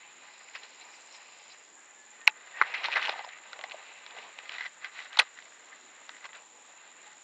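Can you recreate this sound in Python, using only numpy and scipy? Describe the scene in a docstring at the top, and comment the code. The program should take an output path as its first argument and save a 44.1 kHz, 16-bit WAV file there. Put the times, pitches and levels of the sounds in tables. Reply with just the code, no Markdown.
"""A baitcasting reel's clutch snaps out and back in as a rod is cast from a river bank.
It is heard by a small camera in a plastic case on the angler's chest; sleeves and straps rub and tick
against the case, whose resonances colour them and the snaps. Line hisses through the rod rings and
gears hum. Cicadas drone over outdoor hiss, a far bird whistles four rising notes, another coos once."""
import sys
import numpy as np
from scipy import signal
from scipy.fft import rfft, irfft
from scipy.io import wavfile
from scipy.ndimage import uniform_filter1d

SR = 44100
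rng = np.random.default_rng(int(sys.argv[2]) if len(sys.argv) > 2 else 0)


def store_wav(level_fs):
    """Save 16-bit WAV to argv[1]."""
    pcm = np.round(np.clip(np.atleast_2d(level_fs), -1, 1) * 32767)
    wavfile.write(sys.argv[1], SR, pcm.T.astype(np.int16))


N = 318843
T = np.arange(N) / SR


def undb(db):
    """Decibels to gain."""
    return 10 ** (np.asarray(db) / 20)


def unit(x):
    """Scale to rms 1."""
    return x / np.sqrt(np.mean(x ** 2))


def band(x, hz, width_hz):
    """Two-pole resonance, unity gain at centre."""
    return signal.lfilter(*signal.iirpeak(hz, hz / width_hz, SR), x)


def butter(x, order, hz, kind):
    """Causal Butterworth filter."""
    return signal.sosfilt(signal.butter(order, hz, kind, fs=SR, output="sos"), x)


def ring(x, modes):
    """Parallel resonances, neighbours in opposite phase."""
    return sum((-1) ** k * undb(db) * band(x, hz, width_hz) for k, (hz, width_hz, db) in enumerate(modes))


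def walk(rate_hz):
    """Slewed random steps, rms 1."""
    hold = int(SR / rate_hz)
    steps = np.repeat(rng.standard_normal(N // hold + 1), hold)
    return unit(uniform_filter1d(steps, hold)[:N])


def add(out, start_s, x):
    """Mix x in from start_s."""
    i = int(start_s * SR)
    out[i:i + len(x)] += x[:N - i]


# Plastic case modes: pitch_hz, width_hz, gain_db
CASE_MODES = [(824, 340, -5), (1226, 92, 7.5), (1550, 125, -2), (1788, 143, 7.5), (2043, 115, 9),
              (2672, 130, 5), (3330, 230, -8), (3690, 200, 6), (4000, 300, -5.5)]
def case(x, direct_db):
    """The case rings; part of the drive passes straight through."""
    return ring(x, CASE_MODES) + undb(direct_db) * x


def muffle(x):
    """The sealed case blocks bass and high treble, and steps down above its last strong mode."""
    x = butter(x, 2, 450, "high")
    x = butter(x, 6, 6000, "low")
    below = signal.sosfiltfilt(signal.butter(16, 4370, fs=SR, output="sos"), x)
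    return below + undb(-8) * (x - below)


# Continuous rustle of moving arms: time_s, level_db, dull_db, bright_db
RUSTLE = [(0, -61, -4.5, 2.5), (.9, -61.5, 0, 1.5), (1.55, -63, 1, 3.5), (1.7, -66.5, 0, -9),
          (2.12, -66.5, 1, -7), (2.4, -56, -6, -5.5), (2.66, -49, -0.5, 0.5), (2.9, -42.5, -5, -1.5),
          (3.15, -43, -5, -4), (3.32, -55.5, -8, -3.5), (3.65, -56.5, 4, 1), (3.92, -58.5, -0.5, 3),
          (4.4, -55.5, -2, -0.5), (4.76, -61.5, -4.5, -5), (5.45, -61.5, -2.5, -7), (5.95, -63, -2, -2.5),
          (6.58, -68.5, 5, 0.5), (6.85, -62, -1.5, -2), (7.08, -57.5, -5.5, -3), (7.23, -71, 3, 1)]
# Sleeve or glove strokes on the case: peak_s, rise_s, fall_s, level_db, dull_db, bright_db
SLEEVE_STROKES = [(.26, 0.071, 0.19, -59.5, -11, -3), (0.556, 0.02, 0.031, -44.5, -11, -2.5),
                  (.63, 0.018, 0.03, -58, -11, 5), (.81, 0.021, 0.046, -63.5, 1, 10),
                  (2.293, 0.023, 0.013, -48.5, -1, 7.5), (2.6, 0.084, 0.018, -47, -4, -3.5),
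                  (2.634, 0.034, 0.034, -34.5, -12, -24), (2.745, 0.0092, 0.075, -40, -10.5, 2),
                  (2.855, 0.032, 0.027, -35, -4.5, 3), (2.935, 0.012, 0.016, -38, -14, 0),
                  (2.97, 0.035, 0.03, -27.5, -12, -11.5), (3.045, 0.08, 0.056, -33, -9.5, -1.5),
                  (3.096, 0.015, 0.0092, -34, -5.5, -2), (3.22, .05, .06, -63, -11, -13),
                  (4.19, 0.07, 0.11, -52.5, 3.5, 0.5), (4.265, 0.065, 0.055, -58, 9, 5),
                  (4.56, 0.11, 0.018, -44.5, -9, -1), (4.666, 0.16, 0.03, -43, -15.5, -6.5),
                  (4.855, 0.064, 0.055, -45.5, -11, -6.5), (4.98, 0.079, 0.17, -47.5, -9, -2.5),
                  (5.055, 0.079, .04, -54, -2, -10.5), (5.15, 0.052, 0.16, -46.5, -15, -3.5),
                  (5.205, 0.018, 0.034, -36, -1, -8.5), (5.235, .02, 0.024, -63, -4, -2),
                  (5.39, 0.05, 0.061, -59, -11.5, -3), (5.73, 0.042, 0.031, -51.5, -15, -21),
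                  (6.12, 0.061, 0.11, -54, -18, -8.5), (6.254, 0.024, 0.019, -46.5, -3, -1.5),
                  (6.23, 0.031, .04, -53, -11, -7), (6.297, .015, .02, -53, -7.5, -10),
                  (6.36, 0.042, 0.048, -51.5, -5, -5.5)]
CRISP_DB, RASP_FROM_S, RASP_DB = -4.5, 4.4, 3
def cloth_pressure():
    """Gains of the dull, middle, bright and crisp bands; rustle and strokes add in power."""
    def band_power(db, dull_db, bright_db):
        return undb([db + dull_db, db, db + bright_db, db + bright_db + CRISP_DB]) ** 2

    time_s, *curves_db = np.transpose(RUSTLE)
    power = band_power(*(np.interp(T, time_s, db) for db in curves_db))
    for peak_s, rise_s, fall_s, *levels_db in SLEEVE_STROKES:
        start_s, end_s = peak_s - rise_s, peak_s + fall_s
        span = slice(int(start_s * SR), int(end_s * SR))
        envelope = np.interp(T[span], [start_s, peak_s, end_s], [0, 1, 0])
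        power[:, span] += np.outer(band_power(*levels_db), envelope ** 2)
    gains = np.sqrt(power)
    gains[3, T > RASP_FROM_S] *= undb(RASP_DB)  # hands work the reel
    return gains


def cloth_rub(snaps_per_s=400, snap_db=14):
    """Fibres slip in uneven bursts and stiff ones snap, driving the case; a crisp trace leaks past it."""
    bursts_db = 1.47 * walk(70) + 1.1 * walk(300)
    snaps = (rng.random(N) < snaps_per_s / SR) * rng.standard_normal(N) * undb(snap_db)
    gains = cloth_pressure()
    bands_hz = (400, 1160), (1206, 1937), (2242, 3000), (3114, 5640)
    rub = 0
    for edges_hz, gain in zip(bands_hz, gains):
        slips = rng.standard_normal(N) * undb(bursts_db + 1.56 * walk(40) + 2.2 * rng.exponential(size=N))
        friction = slips + snaps
        rub += gain * unit(butter(case(friction, direct_db=-2.6), 3, edges_hz, "band"))
    leak = gains[3] * unit(butter(friction, 4, (8200, 11000), "band"))
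    leak_db = np.where(T > RASP_FROM_S, -42, -33)
    drag = gains[0] * unit(butter(rng.standard_normal(N), 4, (150, 420), "band"))  # cloth shoves the case
    return muffle(rub) + undb(leak_db) * leak + undb(-26.5) * drag


# Line slipping through the rod rings: start_s, end_s, pitch_hz, width_hz, level_db
LINE_SLIPS = [(0, 1.65, 4100, 453, -68), (0, 1.9, 4970, 1000, -68), (0.548, 0.575, 4800, 1280, -54),
              (0.636, 0.659, 4100, 450, -58), (0.81, 0.835, 4050, 300, -58),
              (0.916, 0.976, 5100, 1180, -62), (1.11, 1.184, 5220, 1100, -59),
              (1.088, 1.175, 4070, 400, -62), (1.487, 1.537, 4000, 400, -59),
              (1.498, 1.539, 4760, 800, -59), (3.078, 3.107, 5050, 504, -51.5),
              (3.232, 3.265, 5150, 400, -59)]
def line_hiss():
    """Braid on the rings: narrow hiss, faint and steady while reeling, plus short puffs."""
    out = np.zeros(N)
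    for start_s, end_s, hz, width_hz, db in LINE_SLIPS:
        n = int((end_s - start_s) * SR)
        noise = rng.standard_normal(2 * SR)
        hiss = unit(band(band(noise, hz, width_hz), hz, width_hz))[-n:]
        add(out, start_s, undb(db) * signal.windows.tukey(n, .5) * hiss)
    return out


# Reel turning: time_s, level_db
GEAR_LEVELS = [(0, -65), (.1, -64), (.18, -71), (.28, -61.5), (.4, -68), (.6, -62), (.72, -70), (.87, -59),
               (1.05, -66), (1.23, -63.5), (1.35, -68), (1.5, -81), (1.62, -70)]
def gear_hum():
    """Gears hum unevenly in three narrow resonances; the last level holds to the end."""
    hum = sum(undb(db) * band(rng.standard_normal(N), hz, width_hz)
              for hz, width_hz, db in ((837, 35, 0), (1010, 65, -3.5), (2400, 90, -6)))
    level_db = np.interp(T, *np.transpose(GEAR_LEVELS)) + 2.2 * walk(13)
    return undb(level_db) * unit(hum)


# Cicada muscle rate: time_s, rate_hz
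MUSCLE_RATE = [(0, 19.05), (1.5, 19.1), (2.5, 19.6), (3.8, 20), (5.5, 19.6), (7.23, 19.8)]
# Three rib bucklings a cycle, each a high then a lower pulse: phase_cycles, level_db, pitch_hz
RIB_PULSES = [(0.0, -6, 7350), (.04, -5, 6900), (.2, 0, 7350), (.245, -.5, 6900), (.43, 0, 7350),
              (.47, -.5, 6900)]
# Far chorus bands: pitch_hz, width_hz, gain_db
CHORUS_BANDS = [(6868, 184, 6.5), (7295, 290, 6.5), (8380, 170, -28), (9020, 140, -7), (10730, 140, -10.5)]
# Whole drone: time_s, level_db
CICADA_LEVELS = [(0, -59.5), (2.5, -58.5), (2.801, -65.5), (3.099, -62), (3.4, -59), (4.3, -60.5),
                 (5.3, -60), (7.23, -58)]
def cicadas(chorus_db=0.5, pulse_cycles=.045):
    """A near cicada buckles its ribs in turn each muscle cycle; far ones blur into a wavering band."""
    cycles = np.cumsum(np.interp(T, *np.transpose(MUSCLE_RATE))) / SR
    near = 0
    for phase, db, hz in RIB_PULSES:
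        age = ((cycles - phase + .005 * walk(20)) % 1) / pulse_cycles
        envelope = undb(db + 1.1 * walk(11)) * age * np.exp(-age ** 2)
        near += envelope * np.sin(2 * np.pi * np.cumsum(hz + 95 * walk(30)) / SR)
    far = ring(ring(rng.standard_normal(N), CHORUS_BANDS), CHORUS_BANDS) * undb(0.75 * walk(32))
    drone = unit(unit(near) + undb(chorus_db) * unit(far))
    return undb(np.interp(T, *np.transpose(CICADA_LEVELS))) * drone


# Background spectrum: frequency_hz, density_db
HISS_SPECTRUM = [(24, -30), (40, -18), (86, -24), (173, -15), (298, -7), (600, -6), (850, -8.5),
                 (1800, -3.5), (4200, -10), (4500, -15), (6100, -14), (8300, -17.5), (9200, -33),
                 (10600, -47.5), (15000, -40)]
def outdoor_hiss(level_db=-60.5):
    """Steady hiss of leaves and water, with artificial level flicker per octave below the top band."""
    hz, db = np.transpose(HISS_SPECTRUM)
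    bins_hz = np.maximum(np.fft.rfftfreq(N, 1 / SR), 1)
    spectrum = rfft(rng.standard_normal(N)) * undb(np.interp(np.log(bins_hz), np.log(hz), db))
    octave = np.clip(np.log2(bins_hz / 125), 0, 7)
    shared_db = .6 * walk(1.8)
    out = 0
    for k in range(8):
        flicker_db = (k < 7) * (shared_db + 2.1 * walk(7.1) + 1.15 * walk(24))
        weight = np.clip(1 - abs(octave - k), 0, 1)
        out += undb(flicker_db) * irfft(spectrum * weight, N)
    return undb(level_db) * unit(out)


# Buckles, rod butt and cloth ticking on the case: start_s, level_db, pitch_hz, crack_db
CASE_TICKS = [(0.487, -38.5, 2410, -20.5), (0.539, -41, 2300, 1), (0.5515, -32.5, 1870, -5),
              (0.555, -36.5, 1070, 3), (0.634, -33, 4080, -20), (0.812, -40, 4050, -20),
              (0.939, -39, 2260, -10.5), (2.214, -41, 2510, -8), (2.635, -29, 1950, -10),
              (2.7395, -23.5, 2360, -8), (2.743, -23.5, 2010, -4), (2.749, -29, 2600, 2),
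              (2.78, -31, 2600, -2), (2.835, -28, 2600, -8), (2.8428, -17.5, 2660, 1),
              (2.851, -27, 2220, -10), (2.858, -19, 3920, -9), (2.884, -21.5, 930, -5),
              (2.901, -32, 1900, -8), (2.918, -23.5, 2600, -1), (2.926, -20, 2580, -8),
              (2.931, -23, 2500, -11), (2.939, -19, 2540, -10), (2.954, -26, 2000, -10),
              (2.9585, -17.5, 2000, -12), (2.969, -18, 1690, -12), (2.977, -17.5, 1550, -17),
              (2.995, -24, 1490, -8), (3.016, -27, 4040, -10), (3.027, -17.5, 2600, -12),
              (3.052, -20, 2670, -12), (3.058, -19, 2700, -10), (3.073, -21, 2630, -7),
              (3.082, -24, 920, -8), (3.091, -24, 766, -4), (3.0945, -25.5, 760, 6), (3.107, -36, 1000, 11),
              (3.126, -32.5, 717, 3), (3.139, -30.5, 880, -18), (3.158, -36, 770, 2), (3.192, -29, 800, 2),
              (3.208, -33, 765, -10), (3.241, -35, 910, -8), (3.247, -31, 910, 1), (3.264, -42, 730, -10),
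              (3.275, -39, 730, -10), (3.29, -39.5, 2030, 8.5), (3.333, -37, 2240, -2),
              (3.386, -35, 2140, -11), (3.531, -31.5, 1430, 6), (3.591, -38, 655, 7),
              (3.612, -40, 2000, 11), (3.639, -23.5, 1950, -3), (3.641, -32, 770, -7),
              (3.697, -35, 2550, 2), (3.711, -29, 2540, -14), (3.719, -26, 2670, -19),
              (3.743, -32, 627, -15), (4.064, -40.5, 2300, 12.5), (4.108, -40, 3400, 7.5),
              (4.166, -41, 736, 4), (4.186, -34, 2930, -8), (4.388, -35.5, 2050, 10),
              (4.456, -38, 2010, -3), (4.494, -31, 2230, 7.5), (4.520, -30, 2640, -9),
              (4.55, -34, 2050, -4), (4.583, -27.5, 2000, -17), (4.608, -22.5, 1870, -27),
              (4.6105, -27, 1950, -10), (4.618, -30, 1800, -15), (4.625, -30, 1900, -15),
              (4.632, -33, 2050, -15), (4.64, -33, 2000, -15), (4.651, -33, 1950, -8),
              (4.657, -28, 1900, -15), (4.663, -27, 1970, -12), (4.845, -22, 2020, -6),
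              (4.855, -33, 2070, -7), (4.962, -36, 1900, -16), (4.99, -29, 1970, -14),
              (5.003, -30.5, 1950, 1.5), (5.13, -37.5, 2010, 8), (5.158, -38, 1900, 2),
              (5.375, -38, 1940, -4), (5.388, -34, 1850, -6), (5.424, -44, 2070, 6), (5.455, -41, 2080, -6),
              (5.522, -42, 1730, -2), (5.728, -43, 2054, -15), (6.0925, -35, 1270, 7.5),
              (6.094, -35, 1920, -6), (6.138, -47, 1940, -12), (6.21, -44, 1940, -8),
              (6.228, -46, 1940, -8), (6.243, -35, 1940, -8), (6.2545, -31.5, 1160, 1),
              (6.263, -43, 1490, 5), (6.147, -43, 1940, -5), (6.166, -41, 1890, 0), (6.291, -45, 1950, 3),
              (6.331, -39.5, 1900, -1), (6.352, -39, 3700, -2)]
def case_ticks(rattle_at_2khz_s=.00445):
    """A sharp crack opens a knock that dies in a rattle; lower contacts rattle longer."""
    out = np.zeros(N)
    t = np.arange(1500) / SR
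    for start_s, db, hz, crack_db in CASE_TICKS:
        fade = np.exp(-t / (rattle_at_2khz_s * (2000 / hz) ** 0.22))
        knock = 4.3 * np.sin(2 * np.pi * hz * t) * np.exp(-t * hz / 2.7) * (1 - np.exp(-t * hz / 0.4))
        rattle = unit(band(rng.standard_normal(len(t)), hz, 0.76 * hz)) * fade
        body = case(knock + rattle, direct_db=11)
        crack = band(rng.standard_normal(len(t)), 2360, 2400) * fade ** 3.6
        tick = body / np.abs(body).max() + undb(crack_db) * crack / np.abs(crack).max()
        add(out, start_s, undb(db) * tick)
    return muffle(out)


# Four whistles, one coo: start_s, end_s, start_hz, end_hz, level_db
BIRD_NOTES = [(1.76, 1.808, 1638, 1644, -60), (1.95, 2.07, 1717, 1726, -61),
              (2.197, 2.258, 1835, 1828, -54.5), (2.528, 2.61, 1855, 1885, -47.5),
              (7.05, 7.11, 852, 845, -60)]
def birds(echo_s=.06, echo_db=-7):
    """Soft gliding tones with an echo off the far bank."""
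    out = np.zeros(N)
    for start_s, end_s, start_hz, end_hz, db in BIRD_NOTES:
        n = int((end_s - start_s) * SR)
        tone = np.sqrt(2) * np.sin(2 * np.pi * np.cumsum(np.linspace(start_hz, end_hz, n)) / SR)
        add(out, start_s, undb(db) * signal.windows.tukey(n, .6) * tone)
    return out + undb(echo_db) * np.roll(out, int(echo_s * SR))


# Clutch out, rod butt on the case, clutch in: peak_s, level_db, pitch_hz, half_length_ms, rattle_db
HARD_BLOWS = [(2.2716, -20, 3200, 0.36, 5.5), (2.2759, -7.5, 4730, 0.51, -19),
              (2.277, 3.5, 2466, 1.42, -11.5), (2.2791, -11, 1044, 1.85, -6), (2.2812, -24, 2200, 1.4, -2),
              (2.2832, -19.5, 1600, 2.2, -15), (2.6149, -1, 1460, 1.5, -27), (2.6158, -8, 1950, 1.43, -18),
              (2.622, -9, 1690, 1.03, -22), (2.6225, -11.5, 1160, 3.8, -15), (2.617, -20, 370, 3.5, -24),
              (5.171, -31, 2600, 1.6, 2), (5.173, -23, 3420, 1.03, 8), (5.174, -22.5, 1080, 1.8, -6),
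              (5.1900, -11.5, 3200, 0.933, 4), (5.1926, -3, 3930, 0.7, -6), (5.1936, -8, 1140, 1.9, 3),
              (5.194, -13.5, 870, 4, -13), (5.1923, -18, 4830, 1.5, -4), (5.195, -23.5, 400, 3.5, -22),
              (5.1974, -3.5, 2410, 1.4, -9), (5.1996, -10, 4770, 0.69, -13), (5.199, -6, 2420, 1.2, -3),
              (5.2015, -12, 1780, 1.5, -6), (5.2035, -24, 1770, 2.2, 2), (5.2062, -16, 1480, 1.5, 0),
              (5.209, -22, 1900, 1.5, 0), (5.2125, -26, 1800, 1.6, -4), (5.2185, -22, 2560, 1, -1)]
# Reel side plate modes: pitch_hz, width_hz, gain_db
PLATE_MODES = [(863, 28, 10.5), (1120, 18, -26), (4120, 320, 3.5)]
def clutch_and_butt_blows():
    """Each blow, a few cycles plus a rattle of loose parts, shakes the case and rings the side plates."""
    drive = np.zeros(N)
    fade = np.exp(-np.arange(900) / SR / 0.0026)
    for peak_s, db, hz, half_ms, rattle_db in HARD_BLOWS:
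        half_s = half_ms / 1000
        t = np.arange(-half_s, half_s, 1 / SR)
        contact = np.cos(2 * np.pi * hz * t) * np.hanning(len(t)) ** 2
        rattle = fade * band(rng.standard_normal(len(fade)), 3100, 5200)
        add(drive, peak_s - half_s, undb(db) * contact)
        add(drive, peak_s - 0.868 * half_s, undb(db + rattle_db) * rattle)
    body = case(drive, direct_db=13.74) + undb(7) * ring(drive, PLATE_MODES)
    return undb(-15) * muffle(butter(body, 1, 520, "high"))


# Steel clutch parts striking the frame: peak_s, level_db, pitch_hz
STEEL_CONTACTS = [(5.1897, -45, 9000), (5.1925, -48, 9100), (5.1938, -41, 7100), (5.1966, -45, 10700),
                  (5.1972, -36.5, 8760), (5.1992, -53, 8950)]
# Reel frame modes: pitch_hz, width_hz, gain_db
FRAME_MODES = [(6800, 490, 3), (8500, 150, 2.5), (9250, 400, 0), (10400, 500, -4), (10700, 190, 8)]
def clutch_pings(half_s=.0006):
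    """Short bright contacts ring the metal frame as the clutch snaps in."""
    contacts = np.zeros(N)
    t = np.arange(-half_s, half_s, 1 / SR)
    for peak_s, db, hz in STEEL_CONTACTS:
        add(contacts, peak_s - half_s, undb(db) * np.cos(2 * np.pi * hz * t) * np.hanning(len(t)))
    return contacts + undb(15.5) * ring(contacts, FRAME_MODES)


def scene():
    """All sources at one microphone."""
    angler = clutch_and_butt_blows() + clutch_pings() + case_ticks() + cloth_rub()
    return (angler + line_hiss() + gear_hum() + birds() + cicadas() + outdoor_hiss())[None]


def record(dry, clip_level=.955, bass_hz=80, top_hz=15600):
    """The input clips the loudest snap; bass rolls off and the top is cut."""
    clipped = np.clip(dry, -clip_level, clip_level)
    thinned = butter(clipped, 2, bass_hz, "high")
    return signal.sosfilt(signal.ellip(8, .2, 70, top_hz, fs=SR, output="sos"), thinned)


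dry = scene()
out = record(dry)
store_wav(out)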